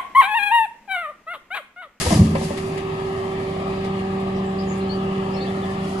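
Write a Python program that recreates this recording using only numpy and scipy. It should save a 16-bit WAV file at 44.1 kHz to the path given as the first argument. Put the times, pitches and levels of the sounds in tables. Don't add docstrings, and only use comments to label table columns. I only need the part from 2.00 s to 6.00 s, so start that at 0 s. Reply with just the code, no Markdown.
import sys
import numpy as np
from scipy import signal
from scipy.fft import rfft, irfft, next_fast_len
from scipy.io import wavfile
from scipy.ndimage import uniform_filter1d, map_coordinates

SR = 44100
rng = np.random.default_rng(int(sys.argv[2]) if len(sys.argv) > 2 else 0)


def to_wav(s):
    ch = np.atleast_2d(s).T
    pcm = np.round(np.clip(ch, -1, 1) * 32767)
    wavfile.write(sys.argv[1], SR, pcm.astype(np.int16))


N = 176400
PUMP_HZ = 192.5


def amp(db):
    return 10 ** (np.asarray(db) / 20)


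def unit(x):
    return x / np.sqrt(np.mean(x ** 2) + 1e-20)


def along(points, hz):
    freqs, values = np.transpose(points)
    return np.interp(np.log(hz + 1), np.log(freqs + 1), values)


def curves(rows):
    times, *columns = np.transpose(rows)
    return [np.interp(np.arange(N) / SR, times, column) for column in columns]


def wobble(rate):
    return map_coordinates(rng.standard_normal(1024), [np.arange(N) * rate / SR], mode="mirror")


def filtered(x, response):
    size = next_fast_len(N + SR // 4)
    return irfft(rfft(x, size) * response(np.fft.rfftfreq(size, 1 / SR)), size)[..., :N]


def spread(pair, spectrum):
    # freq_hz, correlation
    likeness = [(150, 1), (270, 1), (400, 0.53), (650, 1), (1100, 0.42), (2000, 0.16), (6000, 0.15),
                (11000, 0.8)]

    def mid_side_gains(hz):
        angle = np.arccos(np.clip(along(likeness, hz), -1, 1)) / 2
        return amp(along(spectrum, hz)) * [np.cos(angle), np.sin(angle)]

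    mid, side = filtered(pair, mid_side_gains)
    return unit(np.array([mid + side, mid - side]))


def rush(spectrum):
    return spread(rng.standard_normal((2, N)), spectrum)


def patchy(x, depth_db):
    spectra = signal.stft(x, nperseg=1024)[2]
    field = uniform_filter1d(rng.standard_normal(spectra.shape[1:]), size=5, axis=0)
    field = unit(uniform_filter1d(field, size=12, axis=1))
    return unit(signal.istft(spectra * amp(depth_db * field), nperseg=1024)[1][:, :N])


def tone(hz):
    return np.sqrt(2) * np.sin(2 * np.pi * (np.cumsum(hz) / SR + rng.random()))


def add(track, start_s, sound):
    part = track[max(round(start_s * SR), 0):][:len(sound)]
    part += sound[:len(part)]


def blows(hits, rise_s, t60_s):
    power = np.zeros(N)
    for start_s, db in hits:
        age = np.maximum(np.arange(N) / SR - start_s, 0)
        power += (amp(db - 60 * age / t60_s) * (1 - np.exp(-age / rise_s))) ** 2
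    return np.sqrt(power)


def ringing(hits, modes, rise_s):
    track, t = np.zeros(N), np.arange(SR) / SR
    ring = sum(amp(db - 60 * t / t60_s) * np.sin(2 * np.pi * hz * t) for hz, db, t60_s in modes)
    for start_s, db in hits:
        add(track, start_s, amp(db) * ring * (1 - np.exp(-t / rise_s)))
    return track


def bird():
    # start_s, length_s, start_hz, end_hz, relative_db, trill_depth_hz
    notes = [(2.345, 0.0364, 5410, 5850, -54, 300), (2.445, 0.058, 7500, 7700, -56.5, 160),
             (2.579, 0.047, 4680, 5000, -44.5, 280), (2.671, 0.057, 6800, 6990, -44.5, 200),
             (2.717, 0.027, 6500, 6350, -52, 60), (2.802, .04, 4150, 3890, -45, 150),
             (2.889, 0.052, 4225, 4730, -38, 90), (2.994, 0.049, 3550, 3180, -49, 120),
             (3.333, 0.03, 5300, 5150, -46, 250), (3.359, 0.028, 4190, 4480, -44, 120),
             (3.4, 0.036, 3900, 4360, -37.5, 420), (3.454, 0.047, 3280, 3430, -44.5, 200),
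             (3.616, 0.046, 3620, 3170, -46, 150)]
    trill_hz, direct_db, echo_db, echo_t60_s = 131.7, -5.0, -1.5, 0.19
    song = np.zeros(N)
    for start_s, length_s, start_hz, end_hz, db, depth_hz in notes:
        t = np.arange(int(length_s * SR)) / SR
        glide = start_hz + (end_hz - start_hz) * t / length_s
        trill = depth_hz * np.sin(2 * np.pi * trill_hz * t)
        arch = np.sqrt(np.abs(np.sin(np.pi * t / length_s)))
        add(song, start_s, amp(db) * arch * tone(glide + trill))
    t = np.arange(SR // 2) / SR
    street = rng.standard_normal((2, len(t))) * amp(-60 * t / echo_t60_s)
    echo = signal.fftconvolve(song[None], street / np.linalg.norm(street[0]), axes=1)[:, :N]
    return amp(direct_db) * song + amp(echo_db) * echo


def engine():
    # crank_multiple, level_db
    orders = [(2, -51), (4, -42), (5, -42.5), (7, -40), (10, -43)]
    # freq_hz, density_db
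    rumble_spectrum = [(20, -8), (45, -5.5), (65, -2.5), (90, -0.5), (135, 1.5), (160, 9), (215, 0),
                       (280, 2.5), (330, -2), (390, 4), (450, -6), (700, -56)]
    crank_hz, rumble_db = 23.2, -33
    hz = crank_hz * (1 + 0.00298 * wobble(5.1))
    drone = sum(amp(db + 0.29 * wobble(6.93)) * tone(round(k) * hz) for k, db in orders)
    return drone + amp(rumble_db) * rush(rumble_spectrum)


def oil():
    # time_s, level_db
    flow_levels = [(0, -36), (.8, -35), (1.8, -34), (2.6, -35.5), (3.3, -34), (4, -34)]
    # freq_hz, density_db
    flow_spectrum = [(200, -36), (480, -2.5), (780, 1), (1000, -3.5), (1220, 0), (1480, -9), (1900, -6.5),
                     (2300, -11.5), (2700, -10.5), (3400, -15), (3800, -18.5), (5000, -25.5), (5800, -34),
                     (8000, -33.5), (11500, -74)]
    level_db, = curves(flow_levels)
    ripple = unit(1 + 0.065 * tone(np.full(N, PUMP_HZ)))
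    return amp(level_db + 0.39 * wobble(21.82)) * ripple * patchy(rush(flow_spectrum), depth_db=2.2)


def pump():
    # time_s, fundamental_db, octave_db
    hum_levels = [(0, -43, -42), (.55, -41.5, -30.5), (1.1, -47, -27.5), (1.5, -35, -29.5), (2, -28, -30),
                  (2.5, -25.5, -30.5), (3.2, -27, -30), (3.6, -28, -31.5), (4, -29, -33)]
    # pump_multiple, level_db, left_minus_right_db
    overtones = [(3, -45.5, 10.5), (4, -39, -6.5), (6, -45.5, -13)]
    jitter, drift, flutter_db = 0.002, 0.004, 0.4
    fade_from_db, fade_s = -11.5, 1.5
    hz = PUMP_HZ * (1 + jitter * wobble(25.3))
    fundamental_db, octave_db = curves(hum_levels)
    hum = amp(fundamental_db + 0.45 * wobble(14)) * tone(hz)
    hum += amp(octave_db + 0.1 * wobble(25.34)) * tone(2 * hz)
    fade_in_db = fade_from_db * np.maximum(1 - np.arange(N) / SR / fade_s, 0)
    for k, db, pan_db in overtones:
        level_db = db + fade_in_db + flutter_db * wobble(23.8) + np.array([[pan_db], [-pan_db]]) / 2
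        hum = hum + amp(level_db) * tone(round(k) * hz * (1 + drift * wobble(39.21)))
    return hum


def knocks():
    # start_s, level_db, pitch_hz
    strikes = [(.058, -15.5, 497), (.104, -15, 694), (.122, -14, 646), (.165, -22.5, 747), (.192, -22, 630),
               (.350, -13.5, 546), (.410, -22, 568), (.504, -21, 571), (1.846, -27, 440)]
    # pitch_multiple, relative_db
    wall_modes = [(1, -0.5), (1.52, -11), (1.9, -13)]
    # freq_hz, density_db
    scuff_spectrum = [(200, -14), (530, 1), (640, -7.5), (820, -2.5), (1100, -12), (1500, -22), (2000, -14),
                      (4000, -40), (10000, -53)]
    rise_s, wall_t60_s, scuff_t60_s, scuff_db = 0.003, 0.11, 0.13, -5
    wall = np.zeros(N)
    for start_s, db, hz in strikes:
        modes = [(hz * k, mode_db, wall_t60_s) for k, mode_db in wall_modes]
        wall += ringing([(start_s, db)], modes, rise_s)
    scuffs = [(start_s, db + scuff_db) for start_s, db, _ in strikes]
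    return wall + blows(scuffs, rise_s, scuff_t60_s) * rush(scuff_spectrum)


def snaps():
    # start_s, body_db, edge_db
    breaks = [(.351, -32.5, -48), (0.573, -30.5, -44), (.773, -32.5, -49), (1.844, -35, -54),
              (2.2, -46, -53), (2.775, -46, -47)]
    # freq_hz, density_db
    body_spectrum = [(400, 4), (1000, -6), (2000, 12), (4500, -1), (11500, -16)]
    # freq_hz, density_db
    edge_spectrum = [(3000, -38), (7500, 3), (11500, -3)]
    rise_s, t60_s = 0.0013, 0.16
    body = blows([(start_s, db) for start_s, db, _ in breaks], rise_s, t60_s) * rush(body_spectrum)
    edge = blows([(start_s, db) for start_s, _, db in breaks], rise_s, t60_s) * rush(edge_spectrum)
    return body + edge


def thuds():
    # start_s, level_db, pitch_hz
    lumps = [(.064, -16, 85), (0.107, -18.5, 316), (.112, -11, 203.5), (0.149, -18, 304), (.152, -12, 115),
             (.188, -6.5, 180), (.203, -6, 103), (0.439, -22, 156)]
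    # pitch_hz, relative_db, t60_s
    hopper_modes = [(83, -15, 1), (160.76, -6.5, 0.95), (217, -12, 0.83), (310, -25, 0.5)]
    # freq_hz, density_db
    tumble_spectrum = [(25, -22), (55, -13), (90, -3), (220, 3), (330, -10.5), (600, -16), (3000, -77)]
    rise_s, swell_s, tumble_db = 0.006, 0.014, -15.5
    hits = [(start_s, db) for start_s, db, _ in lumps]
    boom = ringing(hits, hopper_modes, rise_s)
    t = np.arange(SR // 2) / SR
    swell = (t / swell_s * np.exp(1 - t / swell_s)) ** 2
    for start_s, db, hz in lumps:
        add(boom, start_s, amp(db) * swell * np.sin(2 * np.pi * hz * t))
    return boom + amp(tumble_db) * blows(hits, rise_s, t60_s=1) * rush(tumble_spectrum)


def debris():
    # time_s, level_db
    crackle_levels = [(0, -23.5), (.1, -24), (.16, -30), (.22, -37.5), (.31, -40.5), (.43, -37),
                      (.54, -40.5), (.62, -44.5), (.8, -52.5), (1.3, -51.5), (2.6, -56.5), (3.3, -53),
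                      (3.85, -49.5), (4, -43.5)]
    # freq_hz, density_db
    crackle_spectrum = [(300, 8), (900, 0.5), (1900, 5.5), (2400, 2), (5000, 2.5), (6000, 1.5), (8500, -2),
                        (11500, -5)]
    grains_per_s, size_spread_db, hiss_db = 2500, 0.5, 3.5
    level_db, = curves(crackle_levels)
    size_db = size_spread_db * np.minimum(rng.exponential(size=(2, N)), 4)
    sizes = amp(size_db) * rng.standard_normal((2, N))
    grains = unit(sizes * (rng.random((2, N)) < grains_per_s / SR))
    clumps_db = 1.2 * wobble(14) + 1.1 * wobble(45)
    hiss = amp(hiss_db) * rng.standard_normal((2, N))
    return amp(level_db + clumps_db) * spread(grains + hiss, crackle_spectrum)


def arrival_lag(hz):
    lag_s, corner_hz = 0.00027, 340
    cycles = np.minimum(hz * lag_s / (1 + (corner_hz / (hz + 1)) ** 8), 2)
    return np.exp(1j * np.pi * cycles * np.array([[-1], [1]]))


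def hollowed(x):
    # time_s, centre_hz
    dip_path = [(0, 1434), (3.1, 1432), (3.8, 1590), (4, 1800)]
    width_hz, depth_db = 90, -12
    hz, times, spectra = signal.stft(x, SR, nperseg=1024)
    centre_hz = np.interp(times, *np.transpose(dip_path))
    dip_db = depth_db * np.exp(-((hz[:, None] - centre_hz) / width_hz) ** 2)
    return signal.istft(spectra * amp(dip_db), nperseg=1024)[1][:, :N]


def scene():
    machine = filtered(pump() + oil() + knocks() + snaps(), arrival_lag)
    return machine + engine() + debris() + thuds() + bird()


def record(dry):
    # freq_hz, left_minus_right_db
    balance = [(310, -2), (390, -4.5), (470, -1.5), (900, 7), (1280, 8), (1500, 1), (2300, 2.5),
               (2700, 4.5), (4000, 3), (4700, 13), (5700, 0.5), (7000, 9.5), (8600, -0.5), (9800, -12.5),
               (11500, -4.5)]
    bass_hz, top_hz = 250, 11700
    sides_db = lambda hz: along(balance, hz) * (hz > bass_hz) * np.array([[.5], [-.5]])
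    return filtered(hollowed(dry), lambda hz: amp(sides_db(hz)) * (hz < top_hz))


dry = scene()
out = record(dry)
to_wav(out)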